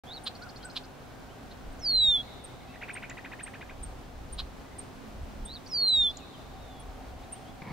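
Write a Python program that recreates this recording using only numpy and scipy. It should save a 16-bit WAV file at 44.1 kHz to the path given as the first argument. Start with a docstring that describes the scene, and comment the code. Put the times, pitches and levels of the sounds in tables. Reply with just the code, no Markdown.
"""Open grassland: a sandpiper on a treetop gives two clear down-slurred whistles and a soft
bubbling chatter, tones of the syrinx coloured by throat and bill. Small birds buzz, chip, chuck
and twitter around it; foliage scatters the calls and far trees return a faint echo.
Light wind nudges the microphone over a distant traffic hum; at the end the camera is bumped."""
import sys
import numpy as np
from scipy import signal
from scipy.fft import rfft, irfft, next_fast_len
from scipy.io import wavfile
from scipy.ndimage import uniform_filter1d

SR = 44100
rng = np.random.default_rng(int(sys.argv[2]) if len(sys.argv) > 2 else 0)


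def int16_out(signal):
    """Quantize to a 16-bit WAV file."""
    q = np.round(np.clip(np.atleast_2d(signal).T, -1, 1) * 32767)
    wavfile.write(sys.argv[1], SR, q.astype(np.int16))


N = 340452
TIME = np.arange(N) / SR
BINS_HZ = np.fft.rfftfreq(N, 1 / SR)


def amp(db):
    """dB to gain."""
    return 10 ** (np.asarray(db) / 20)


def unit(x):
    """Scale to rms 1."""
    return x / np.sqrt(np.mean(x ** 2) + 1e-20)


def spectrum(points):
    """Interpolate (f/Hz, value) points over log frequency."""
    hz, value = np.transpose(points)
    return np.interp(np.log(BINS_HZ + 1), np.log(hz + 1), value)


def gain_at(x, curve):
    """Gain at x on a curve of (x, level/dB) points."""
    return amp(np.interp(x, *np.transpose(curve)))


def add(mix, start_s, sound):
    """Mix a sound in at start_s."""
    part = mix[max(round(start_s * SR), 0):][:len(sound)]
    part += sound[:len(part)]


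def wander(size, cutoff_hz):
    """Low-passed random drift, rms about 1."""
    padded = next_fast_len(size + SR // 4)
    hz = np.fft.rfftfreq(padded, 1 / SR)
    return unit(irfft(rfft(rng.standard_normal(padded)) * np.exp(-(hz / cutoff_hz) ** 2)))[:size]


def stereo_noise(colour, correlation):
    """Coloured noise, rms 1, partly shared by the two microphone ports."""
    left, independent = rfft(rng.standard_normal((2, N)))
    right = correlation * left + np.sqrt(1 - correlation ** 2) * independent
    return unit(irfft(np.array([left, right]) * colour, N))


def pan(x, right_db, lag_samples=1.26):
    """A source to the right is louder and earlier in that port."""
    left = irfft(rfft(x) * np.exp(-2j * np.pi * BINS_HZ * lag_samples / SR), N)
    return np.array([left * amp(-right_db / 2), x * amp(right_db / 2)])


def scatter(x, t60_s, onset_s):
    """Foliage scatters sound into a decaying tail, different at each port."""
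    t = TIME[:int(min(t60_s + .02, 1.5) * SR)]
    tail = rng.standard_normal((2, len(t))) * amp(-60 * t / t60_s) * (1 - np.exp(-(t / onset_s) ** 2))
    return signal.fftconvolve(x[None], tail / np.linalg.norm(tail[0]), axes=1)[:, :N]


def glide(rows, jitter=.004, flutter_db=.5):
    """One syrinx note: rows of (t/s, f/Hz, level/dB) to start, pitch, phase and gain."""
    s, hz, db = np.transpose(rows)
    t = np.arange(s.min(), s.max(), 1 / SR)
    hz = uniform_filter1d(np.interp(t, s, hz), size=90) * (1 + jitter * wander(len(t), 100))
    gain = amp(np.interp(t, s, db) + flutter_db * wander(len(t), 120))
    fade = np.clip(np.minimum(t - t[0], t[-1] - t) / .001, 0, 1)
    return t[0], hz, 2 * np.pi * np.cumsum(hz) / SR, np.sqrt(2) * gain * fade


def notes(events, shape, jitter=.0072, buzz_depth=0, buzz_hz=150):
    """One note shape per (t/s, level/dB, f/Hz); buzz modulates amplitude and phase."""
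    out = np.zeros(N)
    for s, db, hz in events:
        rows = [(s + dt, hz * ratio, db + offset_db) for dt, ratio, offset_db in shape]
        start_s, _, phase, gain = glide(rows, jitter)
        rate_hz = buzz_hz * (1 + .13 * wander(len(phase), 60))
        buzz = buzz_depth * np.sin(2 * np.pi * np.cumsum(rate_hz) / SR)
        add(out, start_s, gain * (1 + buzz) * np.sin(phase + buzz))
    return out


def series(runs):
    """Expand evenly spaced runs to (t/s, level/dB, f/Hz) events."""
    return [(s + k * gap_s, db, hz) for s, count, gap_s, db, hz in runs for k in range(round(count))]


# air spectrum: f/Hz, gain/dB
AIR_COLOUR = [(15, -45), (25, -11.5), (82, -7), (119, -3), (183, -7.5), (267, -5.5), (305, -9.5),
              (359, -9.5), (722, -11), (945, -14), (1530, -18.5), (1800, -21), (4150, -27.5), (4870, -29.5),
              (15500, -40)]
# likeness of the two ports: f/Hz, correlation
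AIR_CORRELATION = [(60, 1), (160, 0.34), (450, 0.3), (740, 0.52), (1200, 0.32), (2000, 0.2), (4000, 0.54),
                   (9000, -0.19), (11500, -0.48), (15000, 0.4)]

def air(level_db=-47.5):
    """Open air: a low, slightly wavering rush."""
    rush = stereo_noise(amp(spectrum(AIR_COLOUR)), spectrum(AIR_CORRELATION))
    return rush * amp(level_db + .5 * wander(N, 9.2))


# tyre noise: t/s, relative level/dB
TYRE_ENVELOPE = [(0, -50.5), (1.2, -60.5), (2.7, -55.5), (4.2, -61), (5.5, -63.5), (6.5, -53), (7.3, -52),
                 (7.7, -56)]
# engine and tyre drones: start/s, end/s, f/Hz, width/Hz, level/dB
ROAD_DRONES = [(-1, 8.5, 266, 11, -60), (4.7, 5.8, 216, 7, -54), (1.8, 3.5, 128, 20, -60),
               (-1, 2.4, 1520, 160, -65), (5.5, 7.2, 1120, 110, -64)]

def traffic(tyre_hz=750, tyre_width_hz=70, tyre_gain_db=-3, fade_s=.28):
    """Tyres and engines on a far road hum in narrow noise bands."""
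    tyre_band = 1 / (1 + ((BINS_HZ - tyre_hz) / tyre_width_hz) ** 2)
    out = amp(tyre_gain_db) * gain_at(TIME, TYRE_ENVELOPE) * stereo_noise(tyre_band, 1)
    for start_s, end_s, hz, width_hz, db in ROAD_DRONES:
        swell = np.clip(np.minimum(TIME - start_s, end_s - TIME) / fade_s, 0, 1)
        out += amp(db) * swell * stereo_noise(np.exp(-((BINS_HZ - hz) / width_hz) ** 2), .7)
    return out


# gusts: peak t/s, half-width/s, relative level/dB
WIND_GUSTS = [(1.72, 0.11, -43), (2.031, .13, -45.5), (3.846, .16, -44), (4.32, .17, -38),
              (5.19, 0.14, -42), (5.42, .1, -42), (5.993, 0.078, -44.5), (6.56, 0.11, -46),
              (7.0, 0.21, -44)]
# buffeting spectrum: f/Hz, gain/dB
WIND_COLOUR = [(5, -24.5), (20, -1.5), (35, 0), (60, 0), (110, -15), (200, -22), (500, -48.5),
               (2000, -96.5)]

def wind(gain_db=-2, breeze_db=-55, eddy_db=2, eddy_hz=8.9):
    """Gusts swell out of a breeze and buffet the microphone with eddies."""
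    gusts = sum(amp(db) * np.exp(-((TIME - s) / half_s) ** 2) for s, half_s, db in WIND_GUSTS)
    eddies = amp(eddy_db * wander(N, eddy_hz))
    rumble = stereo_noise(amp(spectrum(WIND_COLOUR)), .95)
    return amp(gain_db) * (amp(breeze_db) + gusts) * eddies * rumble


def hiss(level_db=-79):
    """Microphone self-noise: top treble, opposed in the two channels."""
    colour_db = spectrum([(8000, -27.5), (11500, -3), (14700, 9.5), (16000, -14.5)])
    return amp(level_db) * stereo_noise(amp(colour_db), -.95)


# buzzy calls: t/s, level/dB, top f/Hz
BUZZ_CALLS = [(0.152, -45, 4400), (5.542, -45.5, 4460)]
# one call: offset/s, pitch ratio, gain/dB
BUZZ_SHAPE = [(-.087, .77, -15), (-.06, .8, -5), (-.03, .89, 0), (-.01, .97, -1), (.005, 1, -3),
              (.018, .89, 1), (.031, .85, -2), (.039, .84, -18)]

def buzzes():
    """A chopped tone that rises and falls."""
    return notes(BUZZ_CALLS, BUZZ_SHAPE, jitter=.02, buzz_depth=.6, buzz_hz=150)


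# high chips: t/s, level/dB, base f/Hz
CHIP_CALLS = [(0.243, -43, 8770), (0.655, -39.5, 8070), (1.728, -60, 8503), (2.447, -40, 8480),
              (2.941, -38, 8460), (3.438, -32.5, 8430), (3.837, -35, 8370), (4.332, -36.5, 8708),
              (4.792, -34.5, 8486), (5.458, -37, 8500), (5.888, -37, 8470), (6.803, -47.5, 9180),
              (7.33, -32.5, 8450)]
# one chip: offset/s, pitch ratio, gain/dB
CHIP_SHAPE = [(-.012, 1.45, -34), (-.008, 1.15, -26), (-.005, 1.04, -8.5), (0, 0.991, -4),
              (.004, 1.013, -3), (.008, 1.04, -15), (.016, 1.06, -20)]

def chips():
    """A thin tone with a V-shaped dip in pitch."""
    return notes(CHIP_CALLS, CHIP_SHAPE)


# harsh chucks: t/s, level/dB
CHUCK_CALLS = [(0.274, -31), (0.771, -31), (1.52, -53.5), (4.398, -32.5), (7.24, -59.5)]
# throat resonance: f/Hz, gain/dB
CHUCK_THROAT = [(410, -37.5), (700, -24.5), (848, -19.5), (1210, -14), (1450, -17.5), (2060, -25),
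                (2490, -16), (4110, 0), (4550, -8), (6190, -33), (7800, -30.5), (9580, -35), (15000, -35)]

def chucks(half_s=.011, rasp_hz=600, rasp_depth=.26):
    """Short swells of rasping noise through a throat resonance."""
    swell = sum(amp(db) * np.exp(-((TIME - s) / half_s) ** 2) for s, db in CHUCK_CALLS)
    rate_hz = rasp_hz * (1 + .11 * wander(N, 300))
    beats = 1 + rasp_depth * np.cos(2 * np.pi * np.cumsum(rate_hz) / SR)
    rasp = beats * rng.standard_normal(N)
    return swell * unit(irfft(rfft(rasp) * amp(spectrum(CHUCK_THROAT)), N))


# reflections: delay/s, gain/dB, T60/s
TREE_CLUMPS = [(0.06, -40, .07), (0.26, -39, 0.42)]

def tree_echoes(x):
    """Each clump of trees returns a smeared copy; deep clumps smear most."""
    out = np.zeros((2, N))
    for delay_s, db, t60_s in TREE_CLUMPS:
        late = np.zeros(N)
        add(late, delay_s, amp(db) * x)
        out += scatter(late, t60_s, onset_s=.0065)
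    return out


# twittering: t/s, notes, spacing/s, relative level/dB, f/Hz
TWITTER_RUNS = [(0.357, 7, 0.0695, -51.5, 4250), (0.843, 1, 0.0695, -55, 4300),
                (5.668, 1, 0.0695, -50, 4400), (5.897, 4, 0.0685, -56, 4400)]
# one note: offset/s, pitch ratio, gain/dB
TWITTER_SHAPE = [(-.009, 1.4, -14), (-.003, 1.04, 4.5), (.001, .98, -3.5), (.006, 1.1, 0),
                 (0.012, 1.5, -9.5), (0.015, 2.4, -11)]

def twitters(gain_db=-1.5):
    """Quick buzzy notes, each dipping, then shooting up."""
    return amp(gain_db) * notes(series(TWITTER_RUNS), TWITTER_SHAPE, .028, buzz_depth=.72, buzz_hz=231)


# low peeps: t/s, level/dB, f/Hz
PEEP_CALLS = [(0.445, -47.5, 1481), (0.665, -48.5, 1500), (4.675, -64, 2000), (4.74, -64, 2068)]
# trill: t/s, notes, spacing/s, level/dB, f/Hz
TRILL_RUNS = [(1.835, 9, 0.114, -63.5, 2184)]
# one peep: offset/s, pitch ratio, gain/dB
PEEP_SHAPE = [(-.03, .93, -5), (-.01, 1.01, 2), (.008, 1, -7), (.03, .92, -2)]

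def peeps():
    """Far birds: gently arched tones, in pairs and in an even trill."""
    return notes(PEEP_CALLS + series(TRILL_RUNS), PEEP_SHAPE)


# slurred notes: t/s, length/s, level/dB, first f/Hz, middle f/Hz, last f/Hz
SLUR_CALLS = [(0.602, 0.043, -58.5, 2910, 3260, 2950), (1.293, 0.032, -61.5, 2820, 3050, 3220),
              (2.679, 0.062, -59, 2490, 2660, 2580), (6.18, 0.074, -61, 3270, 2600, 2610),
              (6.334, 0.0284, -57.5, 3490, 3150, 3040), (6.601, .24, -61.5, 3840, 3484, 3320),
              (7.311, 0.069, -62.5, 2510, 2930, 3520), (7.451, .07, -61.5, 2990, 3330, 3480)]

def slurs():
    """Far songsters: each note bends through three pitches and swells mid-way."""
    out = np.zeros(N)
    progress = np.linspace(0, 1, 9)
    swell_db = -6 * (2 * progress - 1) ** 2
    for s, length_s, db, *pitches_hz in SLUR_CALLS:
        hz = np.polyval(np.polyfit([0, .5, 1], pitches_hz, 2), progress)
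        start_s, _, phase, gain = glide(np.transpose([s + progress * length_s, hz, db + swell_db]))
        add(out, start_s, gain * np.sin(phase))
    return out


# whistles: t/s, length/s, level/dB, first f/Hz, slide start f/Hz, fall/(Hz/s), last f/Hz, release/s
WHISTLE_CALLS = [(1.793, .43, -21, 6690, 4634, 3220, 3324, .07),
                 (5.676, 0.4466, -22.5, 6400, 4785, 3338, 3442, 0.038)]
# throat and bill response to the overtones: f/Hz, gain/dB
WHISTLE_THROAT = [(6600, -38.5), (7500, -28.5), (8300, -30.5), (9000, -43), (10000, -35), (10600, -34.5),
                  (11300, -48), (12300, -39.5), (13400, -27), (14500, -40)]

def whistles():
    """Sandpiper: a thin squeak drops into a nearly pure sliding tone, fluttering in moving air."""
    drop_s, break_s, break_hz, break_width_s = .036, .06, 170, .003
    squeak_db, attack_s, swell_db, crest_s = -22.5, .047, 13.5, .29
    hold_s, hold_db = .016, -10  # soft closing tone
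    waver_hz, waver_rate_hz, flutter_db, flutter_hz = 10, 22, .8, 28
    out = np.zeros(N)
    for s, length_s, db, first_hz, slide_hz, fall_hz_per_s, last_hz, release_s in WHISTLE_CALLS:
        t = np.arange(0, length_s, 1 / SR)
        step_hz = break_hz * (.5 - .5 * np.tanh((t - break_s) / break_width_s))  # the voice breaks
        drop_hz = (first_hz - slide_hz - break_hz) * np.exp(-t / drop_s) + step_hz
        pitch_hz = np.maximum(slide_hz - fall_hz_per_s * t + drop_hz, last_hz)
        pitch_hz += waver_hz * wander(len(t), waver_rate_hz)
        effort_db = db + squeak_db * np.exp(-(t / attack_s) ** 3) - swell_db * (1 - t / crest_s) ** 2
        release = np.clip((length_s - hold_s - t) / release_s, amp(hold_db), 1)
        release *= np.clip((length_s - t) / hold_s, 1e-3, 1)
        level_db = effort_db + 20 * np.log10(release) + flutter_db * wander(len(t), flutter_hz)
        rows = np.transpose([s + t, pitch_hz, level_db])
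        start_s, hz, phase, gain = glide(rows, jitter=.0017, flutter_db=.48)
        overtones = sum(gain_at(k * hz, WHISTLE_THROAT) * np.sin(k * phase) for k in (2, 3))
        add(out, start_s, gain * (np.sin(phase) + overtones))
    return out


# bubbling notes: t/s, relative level/dB, top f/Hz
CHATTER_NOTES = [(2.753, -53.5, 2100), (2.824, -46.5, 2750), (2.893, -46, 2720), (2.963, -46.5, 2700),
                 (3.034, -47.5, 2610), (3.107, -47, 2110), (3.183, -46, 2010), (3.256, -45.5, 2020),
                 (3.33, -45.5, 2000), (3.403, -45.5, 1988), (3.475, -46.5, 1930), (3.548, -46.5, 1880),
                 (3.622, -45.5, 1820), (3.704, -49, 1690)]
# low start of a note: offset/s, f/Hz, gain/dB
CHATTER_RISE = [(-.015, 858, -11.5), (-.008, 991, 1.5), (-.003, 1230, 3.5)]
# arch after it: share of length, share of climb, gain/dB
CHATTER_ARCH = [(.1, 0.284, -2), (.35, 0.68, -2.5), (.55, 0.82, 0), (.8, 0.98, -7), (.95, .8, -12),
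                (1.15, 0.46, -17)]
# throat response, bill half open: f/Hz, gain/dB
CHATTER_THROAT = [(850, 2), (1200, -19.5), (1450, 0), (1900, 0), (2700, -2.5), (3200, -12), (3600, -11),
                  (4200, -11.5), (5000, -28)]

def chatter(middle_hz=2000, purity_hz=1620, rasp_depth=.3, third_db=-4):
    """Sandpiper: notes sweep up the throat's passband; overtones ring first, then the fundamental."""
    out = np.zeros(N)
    low_hz = CHATTER_RISE[1][1]
    for s, rise_db, top_hz in CHATTER_NOTES:
        # higher notes arch longer and louder
        arch_s = .0168 + 9e-6 * (top_hz - middle_hz)
        arch_db = rise_db + 3 + .0079 * (top_hz - middle_hz)
        rise = [(s + dt, hz, rise_db + db) for dt, hz, db in CHATTER_RISE]
        arch = [(s + share * arch_s, low_hz + climb * (top_hz - low_hz), arch_db + db)
                for share, climb, db in CHATTER_ARCH]
        start_s, hz, phase, gain = glide(rise + arch, jitter=.011, flutter_db=0)
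        richness = 1 / (1 + (hz / purity_hz) ** 14)  # a tense, high syrinx loses its overtones
        harmonics = [(1, 1), (2, richness), (3, amp(third_db) * richness ** 2)]
        voice = sum(weight * gain_at(k * hz, CHATTER_THROAT) * np.sin(k * phase)
                    for k, weight in harmonics)
        add(out, start_s, gain * (1 + rasp_depth * wander(len(hz), 850)) * voice)
    return out


# flicks: t/s, level/dB, f/Hz
FLICK_CALLS = [(3.0985, -43.5, 6840), (6.172, -41.5, 6770)]
# one flick: offset/s, pitch ratio, gain/dB
FLICK_SHAPE = [(-.003, 1.1, -24), (0, 1.09, 5), (.002, 0.79, -6.5), (.005, .5, -11), (.007, .45, -27)]

def flicks():
    """A tone falling over an octave in 10 ms."""
    return notes(FLICK_CALLS, FLICK_SHAPE)


# casing response: f/Hz, gain/dB
CASING_COLOUR = [(40, -3), (130, 4), (300, -3.5), (600, -15), (950, -3.5), (1500, -20), (2200, -6.5),
                 (2800, -28), (4400, -25), (6000, -51), (15000, -62.5)]

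def camera_bump():
    """A knock and a hand rubbing ever harder, heard through the casing."""
    knock_s, knock_db, decay_s = 7.618, -35, .0026
    rub_s, rub_db, rise_s = 7.615, -39, .1
    age = np.maximum(TIME - knock_s, 0) / decay_s
    knock = amp(knock_db) * age * np.exp(1 - age)
    rub = amp(rub_db) * np.clip((TIME - rub_s) / rise_s, 0, 1)
    return (knock + rub) * stereo_noise(amp(spectrum(CASING_COLOUR)), .92)


def scene():
    """Birds, direct and scattered by foliage, over air, road and microphone noise."""
    whistle, bubbling, chuck = whistles(), chatter(), chucks()
    ticks = chips() + flicks()
    harsh = chuck + buzzes()
    twitter = twitters()
    far = peeps() + slurs()
    direct = pan(whistle, right_db=2.3) + pan(bubbling, .47) + pan(harsh, 2.1)
    direct += pan(ticks, .9, lag_samples=.9) + pan(twitter + far, .7)
    into_leaves = amp(-14.5) * harsh + amp(-8.5) * bubbling + amp(-6.5) * far
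    leaves = scatter(into_leaves, t60_s=.16, onset_s=.0023)
    leaves += scatter(amp(-11) * ticks, t60_s=.044, onset_s=.0058)
    leaves += scatter(amp(-17) * ticks, t60_s=.41, onset_s=.01)
    leaves += scatter(amp(-4) * twitter, t60_s=.07, onset_s=.002)
    field = amp(-31) * scatter(whistle + chuck + bubbling, t60_s=2.3, onset_s=.04)
    birds = direct + leaves + field + tree_echoes(whistle + chuck)
    return birds + air() + traffic() + wind() + camera_bump() + hiss()


def record(dry):
    """The sound begins after a brief silence, and the recorder cuts the top treble."""
    start_s, fade_s, cutoff_hz = .036, .00082, 15760
    started = dry * np.clip((TIME - start_s) / fade_s, 0, 1)
    lowpass = signal.firwin(511, cutoff_hz, window=("kaiser", 9), fs=SR)
    return signal.oaconvolve(started, lowpass[None], "same")


dry = scene()
out = record(dry)
int16_out(out)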